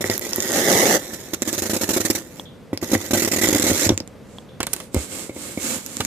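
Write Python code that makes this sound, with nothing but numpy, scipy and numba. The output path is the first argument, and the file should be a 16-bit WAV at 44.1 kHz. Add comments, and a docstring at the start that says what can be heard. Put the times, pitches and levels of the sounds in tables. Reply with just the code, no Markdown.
"""A short rasp and sharp snaps sound first, over a faint outdoor rumble: packing tape is being torn from the
seam of a cardboard box. The tape gives way by stick-slip friction, whose jerks shake the lid and the hollow
box, rips evenly through a paper label and lets go with a thump. Then a hand taps, bumps and strokes the lid
while the loose film snaps. Twice something small and hard ticks."""
import sys
import numpy as np
from scipy import signal
from scipy.fft import rfft, irfft, next_fast_len
from scipy.io import wavfile
from scipy.ndimage import uniform_filter1d, map_coordinates
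from numba import njit

SR = 44100
rng = np.random.default_rng(int(sys.argv[2]) if len(sys.argv) > 2 else 0)


def inscribe(sig):
    """Save sig as 16-bit PCM at rate SR to the path in sys.argv[1].

    A 1-D sig is mono; a 2-D sig holds one channel per row.
    Samples are clipped to [-1, 1] before scaling.
    """
    pcm = np.round(np.clip(np.atleast_2d(sig).T, -1, 1) * 32767)
    wavfile.write(sys.argv[1], SR, pcm.astype(np.int16))


N = 267239

# Slips of the tape. Each row: start in seconds, film level in dB, box level in dB.
SLIPS = [(0.008, -25.5, -30), (1.133, -29.5, -38), (1.334, -21.5, -29.0), (1.42, -24.5, -28),
         (1.475, -23.5, -29.5), (1.529, -25.5, -29.5), (1.579, -22, -32), (1.621, -24.5, -29),
         (1.655, -26, -30.5), (1.696, -22.5, -27), (1.733, -23, -25.5), (1.763, -23, -27.5),
         (1.811, -22.0, -28.5), (1.833, -22, -26.5), (1.89, -18, -24.5), (1.905, -20.5, -25.5),
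         (1.933, -21, -31), (1.964, -20, -23), (2.002, -21, -27), (2.05, -18.5, -26.5), (2.1, -17.5, -23),
         (2.15, -20.5, -32), (2.826, -32, -28), (2.916, -23, -26), (2.931, -21, -22), (3.108, -22.5, -26),
         (3.133, -19, -20.5), (3.15, -25, -26), (3.172, -20, -27.5), (3.195, -22, -30), (3.221, -20.5, -26),
         (3.247, -22, -27.5), (3.275, -21, -25), (3.314, -18.5, -30), (3.333, -20.5, -25.5),
         (3.361, -19.5, -27), (3.384, -22.5, -27.5), (3.413, -18.5, -27.5), (3.434, -17, -22.5),
         (3.452, -18, -27), (3.471, -19.5, -25.5), (3.488, -18, -25.5), (3.504, -21, -27),
         (3.527, -17, -22.5), (3.546, -14.5, -23.5), (3.556, -22, -22.5), (3.58, -20, -32),
         (3.597, -24.5, -27.5), (3.621, -16, -33), (3.639, -19.5, -25), (3.665, -18, -25),
         (3.699, -20.5, -22), (3.793, -21, -36), (3.846, -18, -32)]
# Steady pulls. Each row: start and end in seconds, first and last level in dB.
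PULLS = [(0.037, 0.06, -39, -28), (0.099, 0.153, -28, -30), (0.21, 0.427, -31.5, -31.5),
         (0.422, 0.59, -30, -22), (0.989, 1.42, -33.5, -44.5), (1.448, 2.187, -34, -33),
         (2.188, 2.399, -58, -41.5), (2.812, 3.08, -36, -33), (3.168, 3.695, -38, -28.5),
         (3.686, 3.848, -24, -18)]
# The lowest and highest pitch of the film's tiny cracks, in Hz.
CRINKLE_RANGE = [1560, 12200]
# Snaps of the film. Each row: time in seconds, level in dB, ring frequency in Hz.
SNAPS = [(0.0408, -8.5, 1950), (0.0985, -4.5, 4800), (0.178, -5, 12700), (0.1935, -11, 13500),
         (0.332, -4.5, 5540), (0.3598, -2.5, 12900), (0.403, -3.5, 6400), (1.42, -5, 7060),
         (1.528, -5.5, 7200), (1.621, -7, 7400), (2.051, -12, 9500), (2.7742, -10.5, 5100),
         (2.9497, -7, 1950), (3.22, -8, 7400), (3.248, -4, 7140), (3.487, 2, 7200), (3.597, 2, 7400),
         (3.8942, -4.5, 3540), (3.891, 5.5, 5760), (3.976, -3, 7000), (4.002, -12, 5100),
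         (4.075, -19.5, 7270), (5.862, -8.5, 12200), (5.968, -6, 7240), (6.049, -1, 6850)]
# Blows on the lid. Each row: start in seconds, level in dB, boom relative to that level in dB.
KNOCKS = [(0.044, -12, -44), (0.098, -7, -44), (0.383, -11.5, -46), (2.731, -9.5, -37), (2.935, -8, -40),
          (2.953, -7, -13.5), (3.715, -7.5, -12.5), (3.865, -13.5, -2.5), (3.893, -7, -33),
          (3.903, -5, -15), (3.92, -12, -2), (4.006, -20.5, -39), (4.945, -11, -11), (4.953, -14, -4),
          (4.964, -10, 0), (5.295, -18, -35), (5.364, -21, -33), (5.575, -12, -32), (6.002, -14.5, -42)]
# The air in the box booms lower once the lid is free. Each row: time in seconds, frequency in Hz.
CAVITY_PITCH = [(3.9, 93), (4.9, 71)]
# Fixed modes of the box. Each row: frequency in Hz, bandwidth in Hz, gain in dB.
BOX_MODES = [(103, 26, -1.5), (240, 80, -1), (510, 45, 2.5)]
# The lid rings differently along the seam. 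Each row: time in seconds, panel frequency in Hz,
# frequency of the flutes (the card's corrugations) in Hz, relative flute gain in dB.
LID_TUNING = [(0.1, 375, 1930, 1), (1.4, 334, 1720, -6), (2.72, 299, 1900, -3), (2.93, 320, 1950, 2),
              (3.5, 322, 2000, -1.5), (3.8, 310, 2060, -14), (5.55, 319, 2130, 7.5), (5.7, 246, 2220, 4)]
# The rip through the label. Each row: time in seconds, relative level in dB.
LABEL_LEVEL = [(0.5, -54), (0.548, -26), (0.63, -27.5), (0.684, -21.5), (0.95, -22), (0.974, -27),
               (0.985, -43), (1.0, -38)]
# Hard ticks. Each row: start in seconds, peak in dB, delay of the faint ring in seconds.
TICKS = [(2.397, -16.5, .058), (4.385, -22.5, 0.1)]
# Modes of a tick. Each row: frequency in Hz, relative level in dB, 60 dB decay time in seconds.
TICK_MODES = [(900, 22, 0.0042), (3350, 19, 0.014)]
# Hand strokes. Each row: fastest moment and half length in seconds, level in dB, hiss pitch in Hz.
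STROKES = [(4.353, 0.083, -53, 6900), (4.769, 0.094, -38.5, 8900), (5.006, 0.059, -30.5, 7200),
           (5.177, 0.099, -30.5, 7300), (5.462, 0.11, -33, 7300), (5.695, 0.094, -24, 6700),
           (6.006, 0.22, -35.5, 6700)]
# Fingertip and nail taps. Each row: start in seconds, click and card peaks in dB, click pitch in Hz.
TAPS = [(4.604, -13, -8.5, 9400), (4.630, -7, -13.5, 7700), (4.668, -7.5, -18, 9700),
        (4.7323, -4, -19, 8800), (4.736, -0.5, -23, 13000), (4.764, -16, -27, 9000),
        (4.802, -17.5, -21, 11000), (4.945, -9, -20, 7500), (6.005, -10, -8, 7240)]
# Spectra of the sources. Each row: frequency in Hz, relative spectral density in dB.
AIR_SPECTRUM = [(25, -18), (213, -10.5), (340, -20), (500, -15.5), (700, -26.5), (15000, -53.5)]
FILM_SPECTRUM = [(500, -16), (1000, -14.5), (1400, 0.5), (2000, 2), (3000, -2), (3700, 2), (4600, 0),
                 (5600, 4.5), (7150, 8), (8200, 0.5), (9800, -3.5), (13800, -1.5)]
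PAPER_SPECTRUM = [(590, -16.5), (1000, -5.5), (1450, -8.5), (1720, -1), (2040, 2.5), (2400, -11.5),
                  (3750, -7), (4400, -10.5), (6400, -2), (9430, -14)]
BOX_UNDER_PAPER_SPECTRUM = [(55, -15.5), (120, -4.5), (330, 5.5), (520, 6.5), (850, -2), (1100, -30)]
SKIN_SPECTRUM = [(400, -7.5), (1100, -1.5), (3900, -1), (5000, -1.5), (7000, 0), (14500, -6.5)]
# Coherence of a rasp. Each row: frequency in Hz, share of power common to left and right.
COHERENCE = [(1000, 0.56), (2200, 0.089), (9000, 0.021)]
# Brightness of the top treble. Each row: time in seconds, gain in dB for a share of that band.
SHEEN = [(2.1, 5.5), (3.2, 6), (3.8, 1.5), (4.4, -26), (4.6, -10), (5.7, -0.5)]
# Stereo balance. Each row: frequency in Hz, left minus right in dB.
BALANCE = [(80, -4), (300, -1), (650, 5.5), (1200, -8), (4500, -3), (8000, -9), (13000, -14.5)]
# Reverberation of the yard. Each row: frequency in Hz, 60 dB decay time in seconds.
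YARD_DECAY = [(200, 0.07), (4000, 0.11), (12000, 0.06)]


def amp(db):
    """Amplitude grows tenfold for every 20 dB."""
    return 10 ** (np.asarray(db) / 20)


def unit(x):
    """Normalisation to an rms of 1."""
    return x / np.sqrt(np.mean(x ** 2) + 1e-20)


def at_peak(x, db):
    """Normalisation to a peak level in dB."""
    return amp(db) * x / np.abs(x).max()


def along(points, hz):
    """Interpolation of (Hz, value) points on a logarithmic frequency axis."""
    f, v = np.transpose(points)
    return np.interp(np.log(hz + 1), np.log(f + 1), v)


def wobble(rate):
    """Smooth random modulation, with rate knots a second."""
    return map_coordinates(rng.standard_normal(int(N * rate / SR) + 4), [np.arange(N) * rate / SR])


def add(track, s, sound):
    """Superposition of a sound on a track, from s seconds on."""
    part = track[..., max(0, round(s * SR)):][..., :sound.shape[-1]]
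    part += sound[..., :part.shape[-1]]


def filtered(x, response):
    """Linear filtering multiplies the spectrum by a frequency response."""
    n = x.shape[-1]
    size = 2 * next_fast_len(n // 2 + SR // 8)
    return irfft(rfft(x, size) * response(np.fft.rfftfreq(size, 1 / SR)), size)[..., :n]


def colour(x, spectrum):
    """A minimum-phase filter imposes a spectrum causally."""
    def response(hz):
        cepstrum = irfft(np.log(amp(along(spectrum, hz))))
        cepstrum[1:len(cepstrum) // 2] *= 2
        cepstrum[len(cepstrum) // 2 + 1:] = 0
        return np.exp(rfft(cepstrum))
    return filtered(x, response)


def ring(x, modes):
    """Modal superposition: resonances (Hz, bandwidth in Hz, dB) respond in parallel."""
    return filtered(x, lambda f: sum(amp(db) * 1j * f * width / (hz * hz - f * f + 1j * f * width)
                                     for hz, width, db in modes))


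@njit
def resonator(x, hz, width_hz):
    """A driven, damped oscillator whose tuning may move each sample; rows are channels."""
    out = np.zeros_like(x)
    for c in range(x.shape[0]):
        speed = place = 0.0
        for i in range(x.shape[1]):
            step = 2 * np.sin(np.pi * hz[i] / SR)
            speed += 2 * np.pi * width_hz / SR * (x[c, i] + 1e-20 - speed) - step * place
            place += step * speed
            out[c, i] = speed
    return out


def driven(force, level, body):
    """Forced vibration of a body, scaled so that its rms follows a level curve."""
    return body(force * level) / np.std(body(force[..., :SR]))


def grit(rate, rough_db):
    """Common amplitude modulation gives three noises (left, right, box) the same grain."""
    return unit(rng.standard_normal((3, N)) * amp(rough_db * wobble(rate)))


def air(level_db=-43, apart=0.55):
    """Distant outdoor rumble is low, partly coherent noise of nearly steady level."""
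    noise = rng.standard_normal((3, N))
    return amp(level_db + wobble(1.177)) * unit(colour(noise[2] + apart * noise[:2], AIR_SPECTRUM))


def slips(slip_s=0.018, attack_s=0.0011, release_share=0.24, sag_db=4, jolt_db=19, jolt_s=0.00068):
    """Stick-slip friction: the tape runs in ragged spurts, eases as it slackens and catches again."""
    film_level, box_level, jolts = np.zeros((3, N))
    t = np.arange(SR // 10) / SR
    gaps = np.diff([row[0] for row in SLIPS], append=N / SR)
    for (s, film_db, box_db), gap in zip(SLIPS, gaps):
        length = min(slip_s, 0.65 * gap) * np.exp(0.33 * rng.uniform(-1.09, 1))
        attack = 1 - np.exp(-t / attack_s)
        release = np.exp(-np.maximum(t - length, 0) / (release_share * length))
        shape = attack * amp(sag_db * (0.5 - t / length)) * release
        add(film_level, s, amp(film_db) * shape)
        add(box_level, s, amp(box_db) * shape)
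        add(jolts, s, amp(box_db + jolt_db) * np.exp(-t / jolt_s))  # the lid springs back
    spurts = unit(amp(wobble(330)))
    force = grit(1500, rough_db=0.5) * spurts + crinkle()
    return rasp(force, film_level, box_level, film) + lid(jolts)


def crinkle(per_s=200, base_db=6, spread_db=2):
    """Crackling noise: tiny cracks at random times and pitches, mostly small and a few large."""
    out = np.zeros((3, N))
    low_hz, high_hz = CRINKLE_RANGE
    for when, pitch, size, *reach in rng.random((int(per_s * N / SR), 6)):
        hz = low_hz + pitch * (high_hz - low_hz)
        gain = amp(base_db + spread_db * min(-np.log(1 - size), 3)) * np.sqrt(hz / high_hz)
        add(out, when * N / SR, gain * np.outer(0.5 + np.array(reach), ping(hz, cycles=2)))
    return out


def ping(hz, cycles):
    """Damped free vibration of a crease, falling to 1/e in the given cycles."""
    t = np.arange(SR // 40) / SR
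    return np.sin(2 * np.pi * hz * t) * np.exp(-hz * t / cycles)


def rasp(force, surface_level, box_level, surface, apart=0.27):
    """Friction radiates from the surface, less coherently in the treble, and drives the lid."""
    separate = filtered(force[:2], lambda hz: np.sqrt(1 - along(COHERENCE, hz)))
    common = filtered(force[2], lambda hz: np.sqrt(along(COHERENCE, hz)))
    hum = driven(force[2] + apart * force[:2], box_level, lid)
    return surface_level * unit(surface(separate + common)) + hum


def film(x, drift=0.025, flute_db=4.5):
    """Resonances of the stretched tape drift with the grip and couple to the flutes beneath."""
    clock = np.arange(N) + np.cumsum(drift * wobble(13))
    steady = lid_reflection(colour(x, FILM_SPECTRUM))
    tape = np.array([map_coordinates(row, [clock], order=5, mode="wrap") for row in steady])
    _, flutes = lid_resonances(tape, 0)
    return tape + amp(flute_db) * flutes


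def lid_reflection(x, share=0.41, delay_s=0.000605, sway=0.29):
    """Comb filtering: a reflection off the lid carves notches that shift as the hand moves."""
    clock = np.arange(N) - delay_s * SR * np.exp(sway * wobble(9))
    return x + share * np.array([map_coordinates(row, [clock], mode="wrap") for row in x])


def lid_resonances(x, s, panel_width_hz=80.0, flute_width_hz=110.0):
    """Panel and flutes resonate to a force starting at s seconds, tuned by the place on the seam."""
    when, *columns = np.transpose(LID_TUNING)
    t = s + np.arange(x.shape[-1]) / SR
    panel_hz, flute_hz, flute_db = (np.interp(t, when, column) for column in columns)
    rows = np.ascontiguousarray(np.atleast_2d(x))
    panel = resonator(rows, panel_hz, panel_width_hz)
    flutes = amp(flute_db) * resonator(rows, flute_hz, flute_width_hz)
    return panel.reshape(x.shape), flutes.reshape(x.shape)


def lid(x, s=0, flute_db=-13, panel_db=6.5):
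    """The lid is a soundboard: its hollow note and flutes add to the fixed modes of the box."""
    panel, flutes = lid_resonances(x, s)
    return ring(x, BOX_MODES) + amp(panel_db) * panel + amp(flute_db) * flutes


def pulls(attack_s=0.0018, release_s=0.03, usual_db=-33, box_db=-3, box_exponent=0.81, catch_db=1.2):
    """Creep under tension: the film crackles louder as the pull grows; the lid follows less steeply."""
    t, level = np.arange(N) / SR, np.zeros(N)
    for start, end, first_db, last_db in PULLS:
        grip = np.clip((t - start) / attack_s, 0, 1) * np.exp(-np.maximum(t - end, 0) / release_s)
        level += grip * amp(np.interp(t, [start, end], [first_db, last_db]))
    box_level = amp(usual_db + box_db) * (level / amp(usual_db)) ** box_exponent
    catch = unit(amp(catch_db * wobble(70)))  # the glue holds unevenly
    return rasp(grit(2500, rough_db=5) * catch + crinkle(), level, box_level, film)


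def snaps(crack_t60=0.0046, shiver_t60=0.02, shiver_db=-24, crack_db=-5, box_db=-16):
    """Buckling: a crease flips with a ringing crack, a shiver of film and a tap on the lid."""
    out, t = np.zeros((2, N)), np.arange(SR // 8) / SR
    envelope = amp(-60 * t / crack_t60) + amp(shiver_db - 60 * t / shiver_t60)
    for s, db, hz in SNAPS:
        burst = rng.standard_normal((3, len(t))) * envelope
        sound = at_peak(colour(burst[:2], FILM_SPECTRUM), crack_db) + at_peak(lid(burst[2], s), box_db)
        add(sound, 0, ping(hz, cycles=3.4))
        add(out, s + 0.001015, amp(db) * sound)
    return out


def knocks(contact_s=0.00045, rattle=0.27, rattle_t60=0.12, boom_t60=0.14, scuff_db=-35):
    """Impact excitation: a soft blow rings the lid and the cavity resonance of the box."""
    out, t = np.zeros((2, N)), np.arange(SR // 3) / SR
    for s, db, boom_db in KNOCKS:
        scrape = rng.standard_normal((3, len(t))) * amp(-60 * t / rattle_t60)
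        card = lid(np.exp(-t / contact_s) + rattle * scrape[2], s, flute_db=-2)
        boom_hz = np.interp(s, *np.transpose(CAVITY_PITCH))
        boom = np.sin(2 * np.pi * boom_hz * t) * amp(boom_db - 60 * t / boom_t60)
        scuff = amp(scuff_db) * colour(scrape[:2], FILM_SPECTRUM)
        add(out, s, amp(db) * (at_peak(card, 0) - boom + scuff))
    return out


def label_rip(paper_db=3.5, box_db=3):
    """Fracture of paper fibres, in a dense and even stream, hisses and shakes the box."""
    level = amp(np.interp(np.arange(N) / SR, *np.transpose(LABEL_LEVEL), left=-120, right=-120))
    force = grit(1500, rough_db=3.5)
    fibres = driven(force[:2], level * amp(paper_db), lambda x: colour(x, PAPER_SPECTRUM))
    box = driven(force[2], level * amp(box_db), lambda x: colour(x, BOX_UNDER_PAPER_SPECTRUM))
    return lid_reflection(fibres) + box


def ticks(noise_t60=0.0079, haze_db=-21, haze_t60=0.4, haze_hz=3450, haze_width_hz=480):
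    """Quickly damped modes of a small hard object make a click; a faint, hazy ring follows."""
    out, t = np.zeros((2, N)), np.arange(SR // 2) / SR
    band = [(haze_hz, haze_width_hz, 0)]
    for s, db, delay_s in TICKS:
        click = sum(amp(level - 60 * t / t60) * np.sin(2 * np.pi * hz * t)
                    for hz, level, t60 in TICK_MODES)
        click += 0.5 * amp(-60 * t / noise_t60) * rng.standard_normal(len(t))
        haze = ring(ring(rng.standard_normal((2, len(t))), band), band) * amp(-60 * t / haze_t60)
        add(out, s, at_peak(click, db))
        add(out, s + delay_s, at_peak(haze, db + haze_db))
    return out


def strokes(box_db=-8.5, steepness=2.6, peak_width_hz=1300.0, peak_db=2):
    """Sliding friction: skin hisses on the lid, swelling with speed, each stroke at its own pitch."""
    t = np.arange(N) / SR
    powers = np.array([amp(db) ** 2 * np.exp(-2 * np.abs((t - s) / half) ** steepness)
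                       for s, half, db, _ in STROKES])
    level = np.sqrt(powers.sum(0))
    strongest_hz = np.array([row[3] for row in STROKES], float)[powers.argmax(0)]
    pitch = uniform_filter1d(strongest_hz, SR // 20)

    def skin(x):
        hiss = np.ascontiguousarray(colour(x, SKIN_SPECTRUM))
        return hiss + amp(peak_db) * resonator(hiss, pitch, peak_width_hz)
    return rasp(grit(3000, rough_db=2.5), level, level * amp(box_db), skin)


def taps(nail_t60=0.013, click_width_hz=2600, bright_db=-7, card_t60=0.053):
    """Brief contact excites high frequencies: a nail clicks on the film and the card clacks dryly."""
    out, t = np.zeros((2, N)), np.arange(SR // 8) / SR
    for s, click_db, card_db, hz in TAPS:
        noise = rng.standard_normal((3, len(t)))
        click = ring(noise[:2] * amp(-60 * t / nail_t60),
                     [(hz, click_width_hz, 0), (11000, 8700, bright_db)])
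        card = colour(noise[2] * amp(-60 * t / card_t60),
                      [(100, -3), (480, -1), (1400, -4), (3200, -7.5), (12000, -20)])
        add(out, s, at_peak(click, click_db) + at_peak(card, card_db))
    return out


def direction(hz, right_lead_s=0.000094, lead_above_hz=167):
    """Level and time differences place the tape to the right: its treble is louder and earlier there."""
    tilt = amp(along(BALANCE, hz))
    lag = np.exp(-2j * np.pi * np.maximum(hz - lead_above_hz, 0) * right_lead_s)
    return np.array([tilt * lag, np.ones_like(tilt)]) * np.sqrt(2 / (1 + tilt ** 2))


def yard(x):
    """Reverberation: paving and walls return a short, diffuse tail."""
    hz, t, noise = signal.stft(rng.standard_normal((2, SR // 2)), SR, nperseg=256)
    decay = amp(-60 * t / along(YARD_DECAY, hz)[:, None])
    _, tail = signal.istft(noise * decay, SR, nperseg=256)
    return signal.fftconvolve(x, tail / np.linalg.norm(tail[0]), axes=1)[:, :N]


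def scene(yard_db=-14):
    """Direct sound from the box superposes with its reverberation, the ticks and the rumble."""
    near = slips() + pulls() + label_rip() + strokes() + snaps() + knocks() + taps()
    sheen = amp(np.interp(np.arange(N) / SR, *np.transpose(SHEEN)))
    treble = filtered(near, lambda hz: along([(8000, 0), (11000, 0.55)], hz))
    near += (sheen - 1) * treble
    return filtered(near, direction) + amp(yard_db) * yard(near) + ticks() + air()


def record(dry, low_hz=58, top_hz=14650, ceiling=0.8):
    """Band limiting and clipping: the deepest bass, the tallest peaks and the highest treble are cut."""
    thin = signal.sosfilt(signal.butter(2, low_hz, "high", fs=SR, output="sos"), dry)
    return filtered(np.clip(thin, -ceiling, ceiling), lambda hz: 1 / np.sqrt(1 + (hz / top_hz) ** 140))


dry = scene()
out = record(dry)
inscribe(out)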